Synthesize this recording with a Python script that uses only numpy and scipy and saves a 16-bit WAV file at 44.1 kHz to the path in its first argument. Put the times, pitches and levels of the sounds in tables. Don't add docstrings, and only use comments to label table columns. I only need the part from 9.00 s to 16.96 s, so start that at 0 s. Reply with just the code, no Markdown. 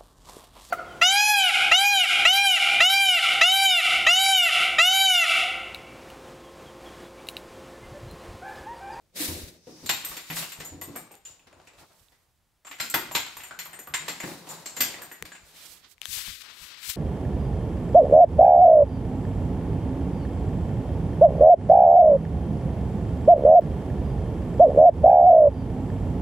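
import sys
import numpy as np
from scipy import signal
from scipy.fft import rfft, irfft, next_fast_len
from scipy.io import wavfile
from scipy.ndimage import uniform_filter1d, map_coordinates

SR = 44100
rng = np.random.default_rng(int(sys.argv[2]) if len(sys.argv) > 2 else 0)


def persist_wave(psi):
    counts = np.round(np.clip(psi, -1, 1) * 32767).astype(np.int16)
    wavfile.write(sys.argv[1], SR, np.atleast_2d(counts).T)


def undo_db(level):
    steps = np.asarray(level, float) / 20
    return 10 ** steps


N = 351036

# (time [s], peak level [dB], pitch [Hz], dull part [dB], ringing part [dB])
HITS = [(0.6688, -45.5, 2300, -16, -11), (0.8612, -31.5, 3900, -17.5, 6), (0.8926, -10, 1050, -28.5, -0.5),
        (1.0452, -28.5, 1920, -26, -2), (1.1686, -27, 2440, -9, 0.5), (1.3673, -23.5, 1330, -25, 6),
        (1.52, -32, 2480, -30, 4.5), (1.604, -29.5, 1970, -8, 3.5), (1.816, -32, 1070, -1.5, 2.5),
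        (2.2552, -46.5, 2920, -25, 11), (2.4689, -44, 3620, 1.5, -12), (2.7832, -45, 850, -5, 3),
        (3.121, -53.5, 2065, -1, 1.5), (3.8007, -20.5, 2115, -32, 3.5), (3.941, -13.5, 1470, -11, 3.5),
        (4.15, -11, 2240, -17, -5), (4.59, -25.5, 2120, -33, 2.5), (4.6583, -42, 1090, -26, 15.5),
        (4.939, -18.5, 2040, -27, 4.5), (5.0819, -20.5, 1840, -6.5, 4), (5.472, -38, 1030, 3, 7),
        (5.659, -30.5, 2300, -10, -1), (5.767, -26.5, 2010, -5.5, -4), (5.8055, -12, 2200, -50, -19),
        (5.9427, -41.5, 2060, -1, 14), (6.2524, -34, 2100, -19, -1), (1.9638, -42.5, 1680, 5, 10.5)]
# (time [s], peak level [dB], pitch [Hz], dull part [dB], ringing part [dB])
TAPS = [(1.1154, -33.5, 1200, -17, 6.5), (1.3018, -22, 2080, -24, 4), (1.424, -25, 2670, -27, 3.5),
        (1.9556, -34.5, 920, 3, 6.5), (2.11, -43, 890, 0, 6), (2.6728, -42.5, 2400, -11, 6),
        (3.649, -40, 1290, -7, 3), (3.6694, -33, 1220, -24, 0), (3.713, -28, 1960, -32, 2),
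        (3.7872, -32.5, 1750, -32, -2), (4.1128, -31.5, 1000, -6, 12.5), (4.2624, -29, 3320, -19, 4.5),
        (4.369, -34.5, 1010, -29, 11), (4.4355, -30, 2100, -38, -2), (4.51, -38, 1520, -5, 12.5),
        (4.7316, -35, 1830, -14, 4), (4.7905, -43, 1800, 2, 12.5), (4.873, -42, 1460, 3, 12.5),
        (5.2019, -26.5, 2040, -10, 5), (5.234, -28, 1820, -2, 4.5), (6.0161, -37.5, 1720, -1, 6.5),
        (6.115, -38, 1700, -2.5, 10), (6.319, -38.5, 1680, -13, 9.5), (6.351, -38.5, 2120, -7.5, 3.5),
        (4.402, -32.5, 1950, -27, 4), (2.395, -56.5, 2600, -20, 12), (2.529, -50.5, 700, 5, 17),
        (2.6, -53, 666, -1, 19.5), (2.735, -51, 600, -10, 15.5), (2.142, -44, 447, -14, 14.5),
        (6.152, -43, 3450, -20, -11), (3.848, -31, 2140, -28, -3), (3.9003, -52, 3000, -28, -2)]
HIT_BRIGHT_DB, TAP_BRIGHT_DB = -14.5, -17.5
HIT_TOP_HZ, TAP_TOP_HZ = 4400, 3200
DIRECT_DB = 0.5
NEAR_SHARE = 0.6
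PLACES = 4

# (time [s], pitch [Hz], peak level [dB])
SHELL_RINGS = [(0.8926, 790, -36), (0.8926, 2020, -33.5), (0.8931, 2510, -29.5), (0.8926, 3740, -26),
               (0.8926, 4216, -30.5), (3.8016, 1360, -35), (3.7991, 3180, -38), (3.8003, 4230, -32),
               (3.941, 926, -27), (3.941, 1904, -32), (3.941, 2050, -26), (3.941, 2440, -33),
               (3.941, 3400, -34), (3.941, 4620, -40), (4.1506, 933, -28.5), (4.1506, 1570, -37),
               (4.1503, 3360, -35), (4.1503, 3740, -29.5), (4.1498, 4070, -28), (4.589, 4190, -41),
               (4.1503, 5300, -40), (4.1503, 6400, -36), (5.806, 5900, -31), (5.8055, 6540, -35),
               (3.8003, 4970, -38), (5.658, 6450, -41), (5.658, 5160, -48), (4.51, 1520, -41),
               (4.873, 1203, -42), (1.815, 1090, -44), (1.9585, 750, -45), (1.9585, 1200, -43),
               (2.115, 794, -51), (6.116, 1900, -45.5), (1.815, 1980, -44.5), (1.9585, 2286, -46),
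               (6.0177, 1700, -46), (4.939, 1023, -37), (4.938, 2330, -39), (4.94, 2500, -41),
               (4.939, 3010, -40), (4.939, 3780, -35.5), (5.0818, 4220, -38), (5.659, 4300, -45),
               (5.658, 5800, -52), (5.8056, 1670, -36), (5.8055, 2030, -32), (5.8057, 3156, -31.5),
               (5.8055, 3540, -32), (5.8049, 4640, -28), (5.8055, 5050, -32)]
SHELL_T60_S, SHELL_ROOM_DB = 0.037, 6.5

# (time [s], peak level [dB], second pair [dB], third pair [dB], upper modes [dB])
JOLTS = [(0.862, -32, 4, -2, -3.5), (0.894, -28, 9.5, -2, -1.5), (1.049, -37, 5, 14, 6),
         (1.168, -35, -1, 6, -5), (1.36, -33, 3, 7, -3), (1.521, -40, 8, 6, -3), (1.6006, -38, -8, -5, -8),
         (1.649, -40.5, -2, 5, -1.5), (1.8139, -40.5, 2.5, 16, 4.5), (1.96, -49, 11, 19.5, 10.5),
         (2.116, -48, -6, 5.5, 0.5), (2.252, -32.5, -10, -11, -23), (2.2792, -44, -19, -17, -28),
         (2.673, -47, -2, -21, -26), (3.651, -52, 11, -12, -14), (3.669, -47.5, 14.5, -8, -3.5),
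         (3.803, -33, 3, -16, -6), (3.8996, -34, 10.5, 12, 1.5), (3.943, -33.5, 4, 17, 9),
         (4.118, -37.5, 3, -9, -1), (4.151, -16.5, -7, -19, -13), (4.369, -46.5, 3, 14, 4),
         (4.59, -29.5, -5.5, -1.5, -9), (4.653, -45, -5, 3, 2.5), (4.791, -40.5, 5, 11, 1),
         (4.9417, -30, 9.5, 6, -6), (5.0834, -32, 5.5, -1, -7), (5.491, -36, 2, -8, -10),
         (5.5007, -42, 4, 1, -7.5), (5.659, -33.5, 5.5, -12, -12), (5.7658, -30.5, 0, -11, -4),
         (5.8067, -16.5, -5.5, 0.5, -6), (6.02, -47, 4, 14, 6), (6.118, -51.5, -8, 15, 6),
         (6.253, -43.5, -3, 9, -5), (6.32, -48, 7, -9, -22), (6.352, -53, 2, -10, -14),
         (4.435, -44, -2, 20, 0.5), (4.7316, -47.5, 0, 8, -6), (4.873, -50.5, -3, 3, 7)]
# (pitch [Hz], level [dB], t60 [s])
BELL_MODES = [(7052, 2, .18), (7130, -5, .1), (7365, -6, .1), (7480, -5, .1), (7570, -5, .1),
              (7780, -12, .05), (8345, -6, .09), (8580, -8, .06), (9350, -14, .05), (10900, -21, .03),
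              (12190, -4, .06), (12400, -7, .04), (12590, -4, .055), (14080, -4, .04)]
BELL_GROUPS_HZ = [7250, 8000, 9000]
TAP_SHAKE_DB = -13
PELLET_GAP_S = 0.009
RING_SHARE = 0.55

# (time [s], peak level [dB], pitch [Hz])
THUMPS = [(0.2, -21.5, 315), (0.284, -24, 82.5), (0.67, -30, 473), (0.828, -31.5, 213), (1.038, -45, 233),
          (1.299, -28.5, 162), (1.586, -36, 152), (1.722, -33.5, 91), (1.7185, -39, 770), (1.879, -38, 331),
          (3.801, -41, 815), (1.877, -31.5, 210), (1.964, -65, 198), (2.287, -55, 149), (2.459, -60, 90),
          (2.54, -50, 97), (2.791, -54, 88), (3.017, -69, 56), (3.702, -46.5, 275), (3.802, -40, 221),
          (3.95, -25.5, 352), (4.146, -36, 332), (4.376, -46.5, 77), (4.898, -41, 145), (5.002, -42.5, 152),
          (5.09, -36, 204), (5.238, -22.5, 178.6), (5.801, -28.5, 240), (6.22, -39, 178)]

# (time of peak [s], hiss level [dB], rise [s], fall [s], drumming minus hiss [dB])
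SKIDS = [(0.7, -58.5, 0.11, 0.47, 0), (0.85, -54, 0.15, 0.22, -2), (0.92, -47.5, 0.11, 0.47, -13),
         (1.13, -44.5, 0.23, 0.19, 0), (1.39, -34.5, 0.13, 0.16, -8.5), (1.65, -54.5, 0.22, 0.21, 8.5),
         (1.97, -57, 0.27, 0.22, 7), (2.28, -57, 0.033, 0.18, 2.5), (2.58, -71.5, 0.27, 0.7, 18.5),
         (2.8, -61.5, 0.06, 0.16, 9), (2.91, -70, 0.08, 0.17, 16), (3.83, -46, 0.065, 0.44, -25),
         (4.02, -57, 0.091, 0.19, -19), (4.31, -53, 0.05, 0.41, -15), (4.7, -74, 0.79, 0.67, 24.5),
         (5.1, -48, 0.16, 0.24, 5.5), (5.28, -44, 0.12, 0.23, 6.5), (5.52, -45, 0.12, 0.19, 7),
         (5.6, -72, 0.12, 0.087, -10), (2.68, -66, 0.17, 0.24, 2), (5.9, -48.5, 0.41, 0.34, 7),
         (6.3, -61.5, 0.18, 1, 1), (6.65, -70.5, 0.44, 0.26, 15.5)]
# (time [s], hiss level [dB])
BOX_SLIDE = [
    (0.1, -85),
    (0.12, -89),
    (0.162, -45.5),
    (0.218, -36),
    (0.492, -54.5),
    (0.602, -72.5),
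    (0.66, -74.5),
]
# (frequency [Hz], density [dB per Hz])
SKID_COLOUR = [(530, -29), (900, -9), (2040, 1.5), (3340, -0.5), (3710, 5), (9000, -3.5), (11700, -36.5),
               (19800, -120)]
# (frequency [Hz], width [Hz], level [dB])
BOARDS = [(169, 15.5, 8.5), (352, 35, -12), (700, 430, -5.5), (874, 14, -1.5)]
SLIDE_DB, BOX_DRUM_DB, BOX_DRUM_FOLLOWS = 3.5, -37.5, 0.55
AIR_DB, AIR_FOLLOWS = -46.5, 1.286
DRUM_PATCHY_DB = 2.2

# (time [s], level [dB])
SWISH = [
    (.55, -73),
    (.62, -67),
    (.72, -56),
    (.85, -56.5),
    (.9, -89.5),
]

# (time of peak [s], rub level [dB], rise [s], fall [s], bright part minus rub [dB])
STROKES = [(2.8, -73.5, .03, 0.081, 15), (3.0, -79, 0.35, 0.4, 14), (6.47, -69.5, 0.068, 0.31, 10),
           (6.61, -56, 0.11, 0.22, 5), (6.66, -59, .05, .05, 11), (6.77, -63, 0.059, .05, 5),
           (6.72, -64.5, 0.073, 0.093, 17), (6.85, -56, 0.044, 0.045, -18),
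           (6.915, -68, 0.036, 0.041, 17.5), (7.025, -53, 0.0075, 0.18, -17),
           (7.13, -48.5, 0.077, 0.15, 16.5), (7.19, -40.5, 0.14, 0.087, 5), (7.285, -42.5, 0.17, 0.2, 2.5),
           (7.42, -42.5, 0.009, 0.009, -1), (7.49, -52.5, 0.19, 0.22, -30), (7.64, -49.5, 0.14, 0.13, 4.5),
           (7.72, -51, 0.11, 1, -26), (7.83, -45.5, 0.0081, 0.34, 1.5), (7.9, -41, 0.078, 0.061, 11.5)]
# (frequency [Hz], density [dB per Hz])
RUB_COLOUR = [(590, -15.5), (1000, 1), (3590, 4), (4330, 3), (5050, -1), (7000, -9.5), (9100, -21),
              (15400, -120)]
# (time [s], left minus right [dB])
GRASP = [
    (6.4, -7),
    (6.55, 1.5),
    (6.65, -8),
    (6.86, -8.5),
    (6.93, -18),
    (7.008, -37),
    (7.016, 15.5),
    (7.96, 16.5),
]
# (time [s], share [0-1])
CUPPED = [
    (7.0, 0.5),
    (7.1, 0.76),
    (7.25, 0.7),
    (7.36, 1),
    (7.415, 1),
    (7.44, 0),
    (7.7, 0.4),
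    (7.96, 0.76),
]
# (time [s], peak level [dB], pitch [Hz], left minus right [dB])
TICKS = [(6.225, -22.5, 1930, 9.0), (6.2245, -41.5, 450, 6), (7.0562, -37, 1870, 14), (7.017, -52, 730, 15),
         (6.981, -46.0, 2200, 17), (7.0168, -24.5, 2950, 17), (7.032, -37, 2400, 8.0),
         (7.056, -29.5, 1720, 15.0), (7.0557, -23, 3400, 14.0), (7.182, -46.0, 860, 17),
         (7.278, -44.5, 1050, 15), (7.13, -29, 3680, 22), (7.418, -52, 3100, 17.0),
         (2.1535, -33.5, 14300, 7), (2.5277, -50, 6980, -1), (2.617, -49, 5530, 6), (2.6524, -48, 7400, 6),
         (3.0849, -54, 3780, -5)]
DULL_DB, DULL_FOLLOWS = -54, 0.042
DULL_TILT = 0.1
LIFT_S, LIFT_DB = (6.945, 7.014), -19
TICK_CYCLES, TICK_BRIGHT_HZ = 11, 4600
TICK_ECHO, TICK_ECHO_SHARE = 13, -0.45

# (time [s], peak level [dB])
GRIP = [(0.273, -53), (0.431, -40), (0.849, -45), (1.098, -49), (1.339, -47), (1.589, -44), (1.717, -47),
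        (1.889, -44), (2.299, -64), (2.461, -67), (2.569, -66), (2.779, -61), (3.019, -63), (3.129, -75),
        (3.803, -60), (4.089, -56), (4.199, -63), (4.367, -63), (4.898, -57), (5.239, -56), (5.839, -65),
        (6.219, -45), (6.424, -55), (6.699, -71), (7.087, -44), (7.169, -46), (7.278, -40), (7.619, -50),
        (7.879, -47)]
# (frequency [Hz], t60 [s])
ROOM_T60 = [(100, 0.65), (500, 0.41), (2000, 0.56), (4500, 0.55), (8000, 0.39), (15000, 0.2)]
# (frequency [Hz], density [dB per Hz])
HUSH_COLOUR = [(14, -33.5), (38, -8.5), (49, -18), (150, -15.5), (232, -8.5), (404, -8), (700, -7),
               (15500, -17.5)]
HUSH_DB = -73.5
LEFT_DB = 0.7
CUTOFF_HZ = 15750


def knocks():
    s, peak_db, pitch_hz, dull_db, ring_db = np.transpose(HITS + TAPS)
    bright_db = np.repeat([HIT_BRIGHT_DB, TAP_BRIGHT_DB], [len(HITS), len(TAPS)])
    t = np.arange(900) / SR
    rattle = rng.standard_normal((len(s), 3, len(t))) * 0.05 * np.exp(-t / 0.0015)
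    rattle[:, :, 0] = 1
    dull, full, bright = rattle.transpose(1, 0, 2)
    middle = np.array([band(r, hz / 1.114, hz * 1.093, order=1) for r, hz in zip(full, pitch_hz)])
    toy_broad = band(full[:len(HITS)], 976, HIT_TOP_HZ)
    paw_broad = band(full[len(HITS):], 660, TAP_TOP_HZ, order=3)
    crack = undo_db(ring_db + 1.5)[:, None] * middle + 0.75 * np.vstack([toy_broad, paw_broad])
    crack -= undo_db(dull_db + 7.0)[:, None] * band(dull, 199, 840)
    crack -= undo_db(bright_db + 5.5)[:, None] * band(band(bright, 2800, 22000), 1400, 7900, order=1)
    crack *= undo_db(peak_db + 11.0)[:, None]
    times = s[:, None] + t
    direct = crack * undo_db(DIRECT_DB + NEAR_SHARE * ring_db)[:, None]
    straight = train(times.ravel(), direct.ravel())
    blows = [train(times[k::PLACES].ravel(), crack[k::PLACES].ravel()) for k in range(PLACES)]
    return straight, np.array(blows)


def shell():
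    t = np.arange(SR // 10) / SR
    s, hz, peak_db = np.transpose(SHELL_RINGS)[:, :, None]
    rings = undo_db(peak_db - 60 * t / SHELL_T60_S) * np.sin(2 * np.pi * hz * t)
    return train((s + t).ravel(), rings.ravel())


def bell():
    shakes = [(s, db + TAP_SHAKE_DB, 0, 0, 1.13 * min(db + 20.5, 0)) for s, db, *_ in TAPS]
    s, peak_db, second_db, third_db, upper_db = np.transpose(JOLTS + shakes)
    after = np.cumsum(rng.exponential(PELLET_GAP_S, (len(s), 12)), axis=1)
    after -= after[:, :1]
    times = (s[:, None] + after).ravel()
    chance_db = rng.normal(0, 4, (len(s), 12, len(BELL_MODES)))
    chance_db = chance_db + rng.normal(0, 3, (len(s), 1, len(BELL_MODES)))
    sign = rng.choice([-1, 1], after.shape)
    groups_db = [0, second_db + 3.5, third_db + 2.5, upper_db + 13.0]
    out = 0
    for k, (hz, level_db, t60) in enumerate(BELL_MODES):
        group_db = groups_db[np.searchsorted(BELL_GROUPS_HZ, hz)]
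        jolt_db = peak_db + level_db + group_db - 11.5
        taps_db = jolt_db[:, None] - 230 * after - 7.3 * (after > 0) + chance_db[:, :, k]
        out = out + ring(train(times, (undo_db(taps_db) * sign).ravel()), hz, RING_SHARE * t60)
    travel = 0.0002 * SR * uniform_filter1d(drift(9), size=3000)
    travel = travel + 0.00007 * SR * uniform_filter1d(drift(70), size=400)
    return map_coordinates(out, [np.arange(N) + travel], order=3)


def thumps():
    out, t = np.zeros(N + SR), np.arange(SR // 4) / SR
    puff = rms_one(band(rng.standard_normal(N + SR), 120, 425))
    for s, peak_db, hz in THUMPS:
        at = slice(round(s * SR), round(s * SR) + len(t))
        push = np.sin(2 * np.pi * hz * t) * np.exp(-t * hz / 3.63)
        push = push + 0.3 * puff[at] * np.exp(-t / 0.081)
        out[at] += undo_db(peak_db - 9.0) * push * (1 - np.exp(-t / 0.00076))
    return out[:N]


def skid():
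    skid_db, drum_db = strokes(SKIDS)
    resting = np.arange(N) / SR > BOX_SLIDE[-1][0]
    slide_db = in_time([BOX_SLIDE])[0] + SLIDE_DB - 99 * resting
    hiss_db = np.maximum(skid_db, slide_db)
    air_db = AIR_DB + AIR_FOLLOWS * (hiss_db + 34.0)
    grain = undo_db(1.3 * drift(70))
    hiss = undo_db(hiss_db + 3.5) * coloured(SKID_COLOUR, channels=3)
    air = undo_db(air_db + 16.5) * rms_one(band(rng.standard_normal((3, N)), 7700, 14900))
    white = rng.standard_normal((3, N))
    modes = sum(undo_db(db) * band(white, hz - width / 2, hz + width / 2, order=1) for hz, width, db in BOARDS)
    box = rms_one(band(white + modes, 140, 600, order=3))
    boards = rms_one(band(white, 130, 1200) + modes)
    box_db = BOX_DRUM_DB + BOX_DRUM_FOLLOWS * (slide_db + 27)
    drum = undo_db(box_db) * box + undo_db(drum_db) * boards
    drum = undo_db(-6.5 + DRUM_PATCHY_DB * drift(25)) * (drum[0] + 0.65 * drum[1:])
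    high = grain * (hiss + air)
    return 0.29 * high[0] + 0.66 * high[1:] + drum


def swish():
    level_db, = in_time([SWISH])
    t = np.arange(N) / SR
    sounding = (t > SWISH[0][0]) & (t < SWISH[-1][0])
    return sounding * undo_db(level_db) * rms_one(band(rng.standard_normal((2, N)), 4700, 6200))


def hand():
    rub_db, bright_db = strokes(STROKES)
    dull_db = DULL_DB + DULL_FOLLOWS * (rub_db + 61) - DULL_TILT * (bright_db - rub_db)
    dull_db = np.minimum(dull_db, rub_db + 13.0)
    pan_db, = in_time([GRASP])
    grain = undo_db(1.5 * drift(90))
    rub = undo_db(rub_db + 1.0) * coloured(RUB_COLOUR, channels=3)
    rub += undo_db(bright_db - 5.0) * rms_one(band(rng.standard_normal((3, N)), 3100, 14000))
    rub -= 0.3 * band(rub, 9000, 11100) - 0.29 * band(rub, 7300, 8100)
    sides = undo_db(np.minimum(0, pan_db * [[1], [-1]]) + 10.5)
    out = sides * grain * (0.49 * rub[0] + 0.65 * rub[1:])
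    dull = rms_one(band(rng.standard_normal((3, N)), 133, 2100))
    out += undo_db(dull_db - 11.0) * (1.1 * dull[0] + 0.69 * dull[1:])
    lifted = 1.0 * (np.searchsorted(LIFT_S, np.arange(N) / SR) == 1)
    out *= undo_db(LIFT_DB * uniform_filter1d(lifted, size=300))
    out -= np.clip(in_time([CUPPED])[0], 0, 1) * band(out, 390, 1960, order=1)
    return out + ticks()


def ticks():
    out = np.zeros((2, N))
    for s, peak_db, hz, left_db in TICKS:
        click = train([s], undo_db(peak_db + 9.0))
        tick = band(ring(click, hz, TICK_CYCLES / hz), min(hz / 2.1, 4000), 5600)
        tick = tick + undo_db(0.35 * peak_db + 13.5) * band(click, TICK_BRIGHT_HZ, 14000)
        tick[TICK_ECHO:] -= TICK_ECHO_SHARE * tick[:-TICK_ECHO].copy()
        out += tick * undo_db(np.minimum(0, left_db * np.array([[1], [-1]])))
    return out


def grip():
    s, peak_db = np.transpose(GRIP)
    shifts = train(s, undo_db(peak_db + 2.0))
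    swell = signal.lfilter([1], [1, -np.exp(-1 / (0.019 * SR))], shifts)
    swell = uniform_filter1d(swell, size=900) + undo_db(-73.5 + 1.6 * drift(9.6))
    rumble = band(rng.standard_normal((3, N)), 28, 110)
    return swell * rms_one(rumble[0] + 0.55 * rumble[1:])


def room(places):
    t = np.arange(int(0.45 * SR)) / SR
    edges = 40 * 2.0 ** np.arange(10)
    patchy = undo_db(5.65 * rng.standard_normal((PLACES, len(t))))
    white = rng.standard_normal((3, PLACES, len(t))) * patchy
    tail = 0
    for k, (low, high) in enumerate(zip(edges, edges[1:])):
        hz = np.sqrt(low * high)
        shared, left, right = band(white, low, high)
        apart = np.clip(hz / 900, 0.1, 1.5)
        sides = (shared + apart * np.array([left, right])) / np.hypot(1, apart)
        tail = tail + (-1) ** k * sides * undo_db(-60 * t / at_hz(ROOM_T60, hz))
    wall = 0.84 * np.exp(-((t - 0.0095) / 0.00065) ** 2)
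    near = 1.6 * np.exp(-t / 0.018) + wall
    tail *= (t > 0.0012) * (1 + near)
    tail /= np.sqrt(np.sum(tail ** 2) / 2 / PLACES)
    size = next_fast_len(N + len(t))
    return irfft((rfft(places, size) * rfft(tail, size)).sum(axis=1), size)[:, :N]


def hush():
    noise = coloured(HUSH_COLOUR, channels=3)
    return undo_db(HUSH_DB) * (0.77 * noise[0] + 0.37 * noise[1:])


def strokes(rows):
    s, peak_db, rise, fall, second_db = np.transpose(rows)[:, :, None]
    t = np.arange(0, N, 32) / SR
    power = undo_db(2 * (peak_db - 20 * np.maximum((s - t) / rise, (t - s) / fall)))
    sums = power.sum(axis=0), (power * undo_db(2 * second_db)).sum(axis=0)
    return [np.interp(np.arange(N) / SR, t, 10 * np.log10(p + 1e-12)) for p in sums]


def ring(clicks, hz, t60):
    r, w = undo_db(-60 / (t60 * SR)), 2 * np.pi * hz / SR
    return signal.lfilter([0, np.sin(w)], [1, -2 * r * np.cos(w), r * r], clicks)


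def train(seconds, sizes):
    clicks = np.full(N, 1e-18)
    np.add.at(clicks, np.round(np.asarray(seconds) * SR).astype(int), sizes)
    return clicks


def coloured(spectrum, channels=2):
    hz = np.maximum(np.arange(N // 2 + 1) * SR / N, 1)
    white = rng.standard_normal((channels, N))
    return rms_one(irfft(rfft(white) * undo_db(at_hz(spectrum, hz)), N))


def band(x, low_hz, high_hz, order=2):
    edges = [low_hz, min(high_hz, 0.45 * SR)]
    return signal.sosfilt(signal.butter(order, edges, "band", fs=SR, output="sos"), x)


def drift(rate):
    knots = rng.standard_normal(1600)
    return np.interp(np.arange(N) / SR * rate, np.arange(len(knots)), knots)


def rms_one(x):
    return x / np.sqrt(np.mean(x ** 2) + 1e-20)


def in_time(tables):
    s, *columns = np.transpose(np.concatenate(tables))
    return [np.interp(np.arange(N) / SR, s, c) for c in columns]


def at_hz(points, hz):
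    table_hz, values = np.array(points)[:, 0], np.array(points)[:, 1]
    return np.interp(np.log(hz), np.log(table_hz), values)


def scene():
    straight, blows = knocks()
    clear, jingle, paws = shell(), bell(), thumps()
    sent = undo_db(11.5) * blows
    sent[0] += undo_db(3.0) * jingle + undo_db(1.5) * paws
    sent[1] += undo_db(SHELL_ROOM_DB) * clear
    far = straight + clear + 0.82 * jingle + paws + room(sent) + skid() + swish()
    return far * undo_db([[LEFT_DB], [-LEFT_DB]]) + hand() + grip() + hush()


def roll_off(x):
    return signal.sosfilt(signal.butter(12, 16670, fs=SR, output="sos"), x)


def record(dry):
    steep = signal.ellip(10, 0.5, 28, CUTOFF_HZ, fs=SR, output="sos")
    mix = signal.sosfilt(steep, dry)
    return roll_off(mix)


dry = scene()
out = record(dry)
persist_wave(out)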